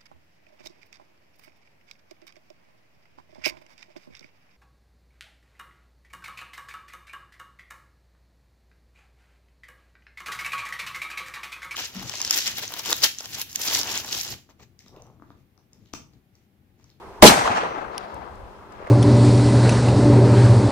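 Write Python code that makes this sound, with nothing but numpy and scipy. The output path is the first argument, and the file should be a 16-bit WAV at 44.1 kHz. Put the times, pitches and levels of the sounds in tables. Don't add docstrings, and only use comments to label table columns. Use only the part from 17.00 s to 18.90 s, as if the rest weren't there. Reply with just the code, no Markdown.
import sys
import numpy as np
from scipy import signal
from scipy.io import wavfile

SR = 44100
rng = np.random.default_rng(int(sys.argv[2]) if len(sys.argv) > 2 else 0)


def gain_from_decibels(decibels):
    exponent = np.asarray(decibels, float) / 20
    return 10 ** exponent


def log_audio(samples):
    frames = np.atleast_2d(samples).T
    limited = np.clip(frames, -1, 1)
    pcm = np.round(limited * 32767).astype(np.int16)
    wavfile.write(sys.argv[1], SR, pcm)


N = 83790
T = np.arange(N) / SR

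# frequency_hz, relative_density_db (per Hz)
BLAST_SPECTRUM = [(90, -31), (200, -6), (350, -1.5), (620, -4), (900, -6), (1600, -18), (4000, -20.5),
                  (12000, -30)]
# frequency_hz, likeness (-1 to 1)
BLAST_LIKENESS = [(50, 0.37), (90, 0.029), (200, 0.83), (600, 0.61), (1200, 0.067), (4000, 0.076)]
# frequency_hz, level_db, t60_s
BOOM_TONES = [(44.9, -3.5, .04), (204, -0.5, 0.18), (350.9, 4.5, 0.096), (618.6, 5.5, .1), (752.7, 2, .1),
              (839.6, 6, 0.11)]
# frequency_hz, relative_density_db (per Hz)
BUSH_SPECTRUM = [(1500, -15.5), (3000, -4.5), (5000, -5), (8000, -4.5), (12000, -15), (14500, -45.5)]
# frequency_hz, relative_density_db (per Hz)
SLIDE_SPECTRUM = [(1200, -4.5), (2800, -0.5), (4500, -1.5), (7000, -6.5), (11000, -10.5), (15500, -19)]
# frequency_hz, level_db, t60_s, left_minus_right_db
SLIDE_MODES = [(3102, -1.5, 0.018, -2), (4036, -3.5, 0.058, 11.5), (5820, -11.5, 0.075, -6.5),
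               (6300, -8.5, .05, 4)]
# frequency_hz, relative_level_db, t60_s (before the strike envelope),
# left_minus_right_db
LANDING_MODES = [(2970, -4.5, 0.003, -19.5), (4920, -5, .0034, 9), (5420, 0.5, 0.0037, 9.5),
                 (9670, -4, .0042, -4), (10910, -7.5, 0.0026, -17), (12540, -17.5, .0035, 1)]
# start_s, level_db (before the envelope), centre_hz, left_minus_right_db
TICKS = [(1.143, -44, 8000, 0), (1.355, -50, 6000, 0), (1.722, -46, 5000, 1), (1.8716, -46, 6500, 0)]
# time_s, level_db, air_loss_db (at 8 kHz; below 0 counts as 0), left_minus_right_db
HILLSIDE_RETURN = [(.28, -18.5, -17, 12), (0.308, -11.5, -2, 2.5), (.37, -20, -39, 3), (.44, -23, -6, 3),
                   (.5, -20.5, 10, 2.5), (0.581, -21.5, 5, 0.5), (0.669, -21.5, 19, 1.5),
                   (0.709, -29, 15, 3.5), (0.802, -28, 23, 7), (0.902, -29, 40, 9.5), (0.999, -32.5, 23, 8),
                   (1.099, -32.5, 36.5, 4), (1.22, -30.5, 55.5, 12), (1.32, -40, 38.5, 10.5),
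                   (1.48, -41, 58, 11.5), (1.68, -49, 26, 9.5), (1.77, -42, 18.5, 10), (1.9, -33, 24.5, -1)]
# frequency_hz, relative_density_db (per Hz)
RETURN_SPECTRUM = [(60, -28), (120, -14), (250, -9.5), (450, -5), (800, 2), (1200, 0), (1700, -6),
                   (2600, -12), (3200, -16.5), (6000, -21), (9000, -32), (13500, -49), (15500, -59)]
# frequency_hz, likeness (-1 to 1)
RETURN_LIKENESS = [(60, .7), (200, .8), (600, .65), (1500, .5), (4000, .3), (12000, .1)]
# onset_s (one half-width before the peak), envelope_peak_db, pitch_hz, half_width_cycles
ECHOES_AND_KNOCK = [(.306, -25, 95, 1.1), (.320, -7, 826, 1.5), (.365, -27, 155, 1.5),
                    (.377, -14, 750, 1.6), (.385, -30, 125, 1.5), (.411, -21, 840, 2.2),
                    (.455, -17, 1130, 3.0), (.4765, -7, 1140, .9), (.494, -29, 108, 1.5),
                    (.4945, -14, 780, 1.8), (.497, -29, 220, 2.0), (.506, -16, 800, 1.3),
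                    (.578, -20, 800, 2.5), (.630, -23, 500, 2.2), (.654, -21.5, 993, 2.2),
                    (.723, -26, 1100, 1.5), (.770, -33, 300, 2.5), (.954, -30, 1030, 2.5),
                    (1.294, -36, 700, 2.2), (1.801, -34, 453, 1.2), (1.813, -36.5, 600, 1.6),
                    (1.824, -32, 440, 1.1), (1.8707, -30.5, 2050, 1.3), (1.8725, -28, 600, 1.4)]
# frequency_hz, relative_density_db (per Hz)
RUMBLE_SPECTRUM = [(59, -45.5), (100, -19.5), (209, -15), (306, -11), (340, -3), (362, -3.5), (456, -6),
                   (575, -9.5), (995, -5.5), (1910, -21.5), (2460, -24.5), (15400, -45.5)]
# frequency_hz, likeness (-1 to 1)
RUMBLE_LIKENESS = [(60, 0.89), (240, 0.97), (950, 0.66), (3770, -0.24), (15000, 0.28)]
# time_s, level_db
WIND_LEVEL = [(0.0, -50), (0.12, -53.5), (0.28, -33), (0.36, -49), (1.492, -50), (1.9, -57)]

SHOT_S = .2253
AIR_LOSS_POWER = 0.82


def lead_hiss():
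    efold_s, level_db, band_hz = 0.0015, -0.5, (700, 6000)
    hiss = rms_one(band_pass(rng.standard_normal((2, N)), band_hz))
    return gain_from_decibels(level_db) * hiss * np.exp(-np.abs(T - SHOT_S) / efold_s)


def gas_roar():
    level_db, rise_s, t60_s = 11, 0.0011, 0.13
    return gain_from_decibels(level_db) * banded(white(), BLAST_SPECTRUM, BLAST_LIKENESS) * burst(SHOT_S, rise_s, t60_s)


def booms():
    return sum(gain_from_decibels(db) * ring(SHOT_S, hz, t60) for hz, db, t60 in BOOM_TONES)


def ground_thump():
    band_hz, likeness = (148.4, 360), 0.69
    level_db, rise_s, t60_s = -1, 0.018, 0.25
    return gain_from_decibels(level_db) * partly_alike(band_hz, likeness) * burst(SHOT_S, rise_s, t60_s)


def bushes():
    level_db, pan_db = -12, 1.5
    rise_s, t60_s = 0.0042, 0.65
    loss_db_per_s = 34
    loss_db = loss_db_per_s * np.maximum(T - SHOT_S, 0)
    scatter = banded(white(), BUSH_SPECTRUM, RETURN_LIKENESS, loss_db=loss_db)
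    return gain_from_decibels(level_db) * scatter * panned(burst(SHOT_S, rise_s, t60_s), pan_db)


def shot():
    return lead_hiss() + gas_roar() + booms() + ground_thump() + bushes()


def slide():
    start_s, rise_s, hold_s, t60_s, level_db = 0.2455, 0.032, 0.019, 0.13, -1
    hit_s = .276
    rise = np.clip((T - start_s) / rise_s, 0, 1)
    fall = gain_from_decibels(-60 * np.maximum(T - start_s - hold_s, 0) / t60_s)
    rasp = gain_from_decibels(level_db) * banded(white(), SLIDE_SPECTRUM, BLAST_LIKENESS) * rise * fall
    steel = sum(panned(gain_from_decibels(db) * ring(hit_s, hz, t60), pan_db) for hz, db, t60, pan_db in SLIDE_MODES)
    return rasp + steel


def flying_case():
    start_s, pitch_hz, level_db, t60_s, pan_db = .3, 5970, -39, 1.05, -8
    throb_db, throb_rate_hz = 3, 30
    stop_s, damping_s = .935, 0.018
    tumble = gain_from_decibels(throb_db * drift(throb_rate_hz))
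    damping = np.clip((stop_s - T) / damping_s, 0, 1)
    return panned(gain_from_decibels(level_db) * ring(start_s, pitch_hz, t60_s) * tumble * damping, pan_db)


def dry_grass():
    start_s, band_hz, likeness = .91, (2836, 4930), 0.33
    level_db, rise_s, t60_s = -52, 0.012, 1.46
    flicker = gain_from_decibels(level_db + 2.0 * drift(40))
    return partly_alike(band_hz, likeness) * burst(start_s, rise_s, t60_s) * flicker


def case_landing():
    hit_s, level_db = .97995, -10
    strike = burst(hit_s, 0.00035, 1) ** 2
    return sum(panned(gain_from_decibels(level_db + db) * ring(hit_s, hz, t60) * strike, pan_db)
               for hz, db, t60, pan_db in LANDING_MODES)


def ticks():
    rise_s, t60_s, half_band_octaves = 0.00058, .015, .6
    out = 0
    for s, db, hz, pan_db in TICKS:
        band_hz = [hz * 2 ** -half_band_octaves, hz * 2 ** half_band_octaves]
        noise = rms_one(band_pass(rng.standard_normal((2, N)), band_hz))
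        out = out + noise * panned(gain_from_decibels(db) * burst(s, rise_s, t60_s), pan_db)
    return out


def slope_scatter(level_db, loss_db):
    pulses_per_s, spread_db, patchy_db = 4000, 3.0, 1.2
    lumps_db, lumps_rate_hz, rise_s = 1.5, 45, .02
    excess_db = spread_db * np.minimum(rng.exponential(1, (2, 2, N)), 5)
    sizes = gain_from_decibels(excess_db) * rng.choice([-1, 1], (2, 2, N))
    pulses = sizes * (rng.random((2, 2, N)) < pulses_per_s / SR) + 1e-18
    field = banded(pulses, RETURN_SPECTRUM, RETURN_LIKENESS, patchy_db, np.maximum(loss_db, 0))
    lumpy = gain_from_decibels(level_db + lumps_db * drift(lumps_rate_hz))
    return field * lumpy * np.clip((T - SHOT_S) / rise_s, 0, 1)


def echoes_and_knock():
    packets = 0
    for s, db, hz, width in ECHOES_AND_KNOCK:
        cycles = (T - s) * hz - width
        steepness = np.where(cycles < 0, 2, 1)
        envelope = np.exp(-steepness * (cycles / width) ** 2)
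        packets = packets + gain_from_decibels(db) * np.sin(2 * np.pi * cycles) * envelope
    return packets


def from_left(x):
    left_lead_s = .00044
    return np.array([x[0], np.interp(T - left_lead_s, T, x[1])])


def hillside():
    s, *columns = np.transpose(HILLSIDE_RETURN)
    level_db, loss_db, pan_db = [np.interp(T, s, c) for c in columns]
    field = slope_scatter(level_db, loss_db)
    return from_left(field * panned(1, pan_db)) + panned(echoes_and_knock(), pan_db)


def far_rumble():
    start_db, eases_db_per_s, patchy_db = -43, 2.5, 1.0
    rumble = banded(white(), RUMBLE_SPECTRUM, RUMBLE_LIKENESS, patchy_db)
    return gain_from_decibels(start_db - eases_db_per_s * T) * rumble


def wind():
    band_hz, likeness = (28.1, 92), 0.4
    lumps_db, lumps_rate_hz = 4, 10
    level_db = np.interp(T, *np.transpose(WIND_LEVEL)) + lumps_db * drift(lumps_rate_hz)
    return gain_from_decibels(level_db) * partly_alike(band_hz, likeness)


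def distant_hum():
    pitch_hz, level_db, waver_rate_hz = 205, -55.5, 16
    level = gain_from_decibels(level_db + 1.9 * drift(waver_rate_hz))
    phase = 1.2 * drift(waver_rate_hz)
    return level * np.sin(2 * np.pi * pitch_hz * T + phase)


def countryside():
    return far_rumble() + wind() + distant_hum()


def white():
    return rng.standard_normal((2, 2, N))


def banded(source, spectrum, likeness, patchy_db=0, loss_db=0):
    out, plain = 0, 0
    edges = 33 * 2 ** (np.arange(28) / 3)
    for k, (low, high) in enumerate(zip(edges, edges[1:])):
        mid, side = band_pass(source[k % 2], [low, high])
        hz = np.sqrt(low * high)
        alike = at_hz(likeness, hz)
        stereo = np.sqrt(1 + alike) * mid + np.sqrt(1 - alike) * side * [[1], [-1]]
        band = gain_from_decibels(at_hz(spectrum, hz)) * stereo
        plain = plain + band
        out = out + band * gain_from_decibels(patchy_db * drift(10) - loss_db * (hz / 8000) ** AIR_LOSS_POWER)
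    return out / np.sqrt(np.mean(plain ** 2))


def partly_alike(hz, likeness):
    shared, left, right = rms_one(band_pass(rng.standard_normal((3, N)), hz))
    return np.sqrt(likeness) * shared + np.sqrt(1 - likeness) * np.array([left, right])


def band_pass(x, hz):
    sos = signal.butter(2, hz, "band", fs=SR, output="sos")
    return signal.sosfilt(sos, np.concatenate([x[..., -4000:], x], axis=-1))[..., 4000:]


def burst(start, rise, t60):
    age = np.maximum(T - start, 0)
    return (1 - np.exp(-age / rise)) * 1000. ** (-age / t60)


def ring(s, hz, t60):
    age = np.maximum(T - s, 0)
    return np.sin(2 * np.pi * hz * age) * 1000. ** (-age / t60)


def drift(rate):
    step = 40
    r = np.exp(-2 * step * np.pi * rate / SR)
    noise = rng.standard_normal(N // step + 2002)
    slow = signal.lfilter([1], [1, -2 * r, r * r], noise)[2000:]
    return np.interp(np.arange(N) / step, np.arange(len(slow)), rms_one(slow))


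def rms_one(x):
    return x / np.sqrt(np.mean(x ** 2) + 1e-20)


def at_hz(points, hz):
    table_hz, values = np.transpose(points)
    return np.interp(np.log(hz), np.log(table_hz), values)


def panned(x, pan_db):
    return np.array([x * gain_from_decibels(pan_db / 2), x * gain_from_decibels(-pan_db / 2)])


def scene():
    return shot() + slide() + flying_case() + dry_grass() + case_landing() + ticks() + hillside() + countryside()


def roll_off(x):
    return signal.sosfilt(signal.butter(12, 15570, fs=SR, output="sos"), x)


def record(dry):
    ceiling, knee = 1.03, 3.3
    clipped = dry / (1 + np.abs(dry / ceiling) ** (2 * knee)) ** (.5 / knee)
    return roll_off(clipped)


dry = scene()
out = record(dry)
log_audio(out)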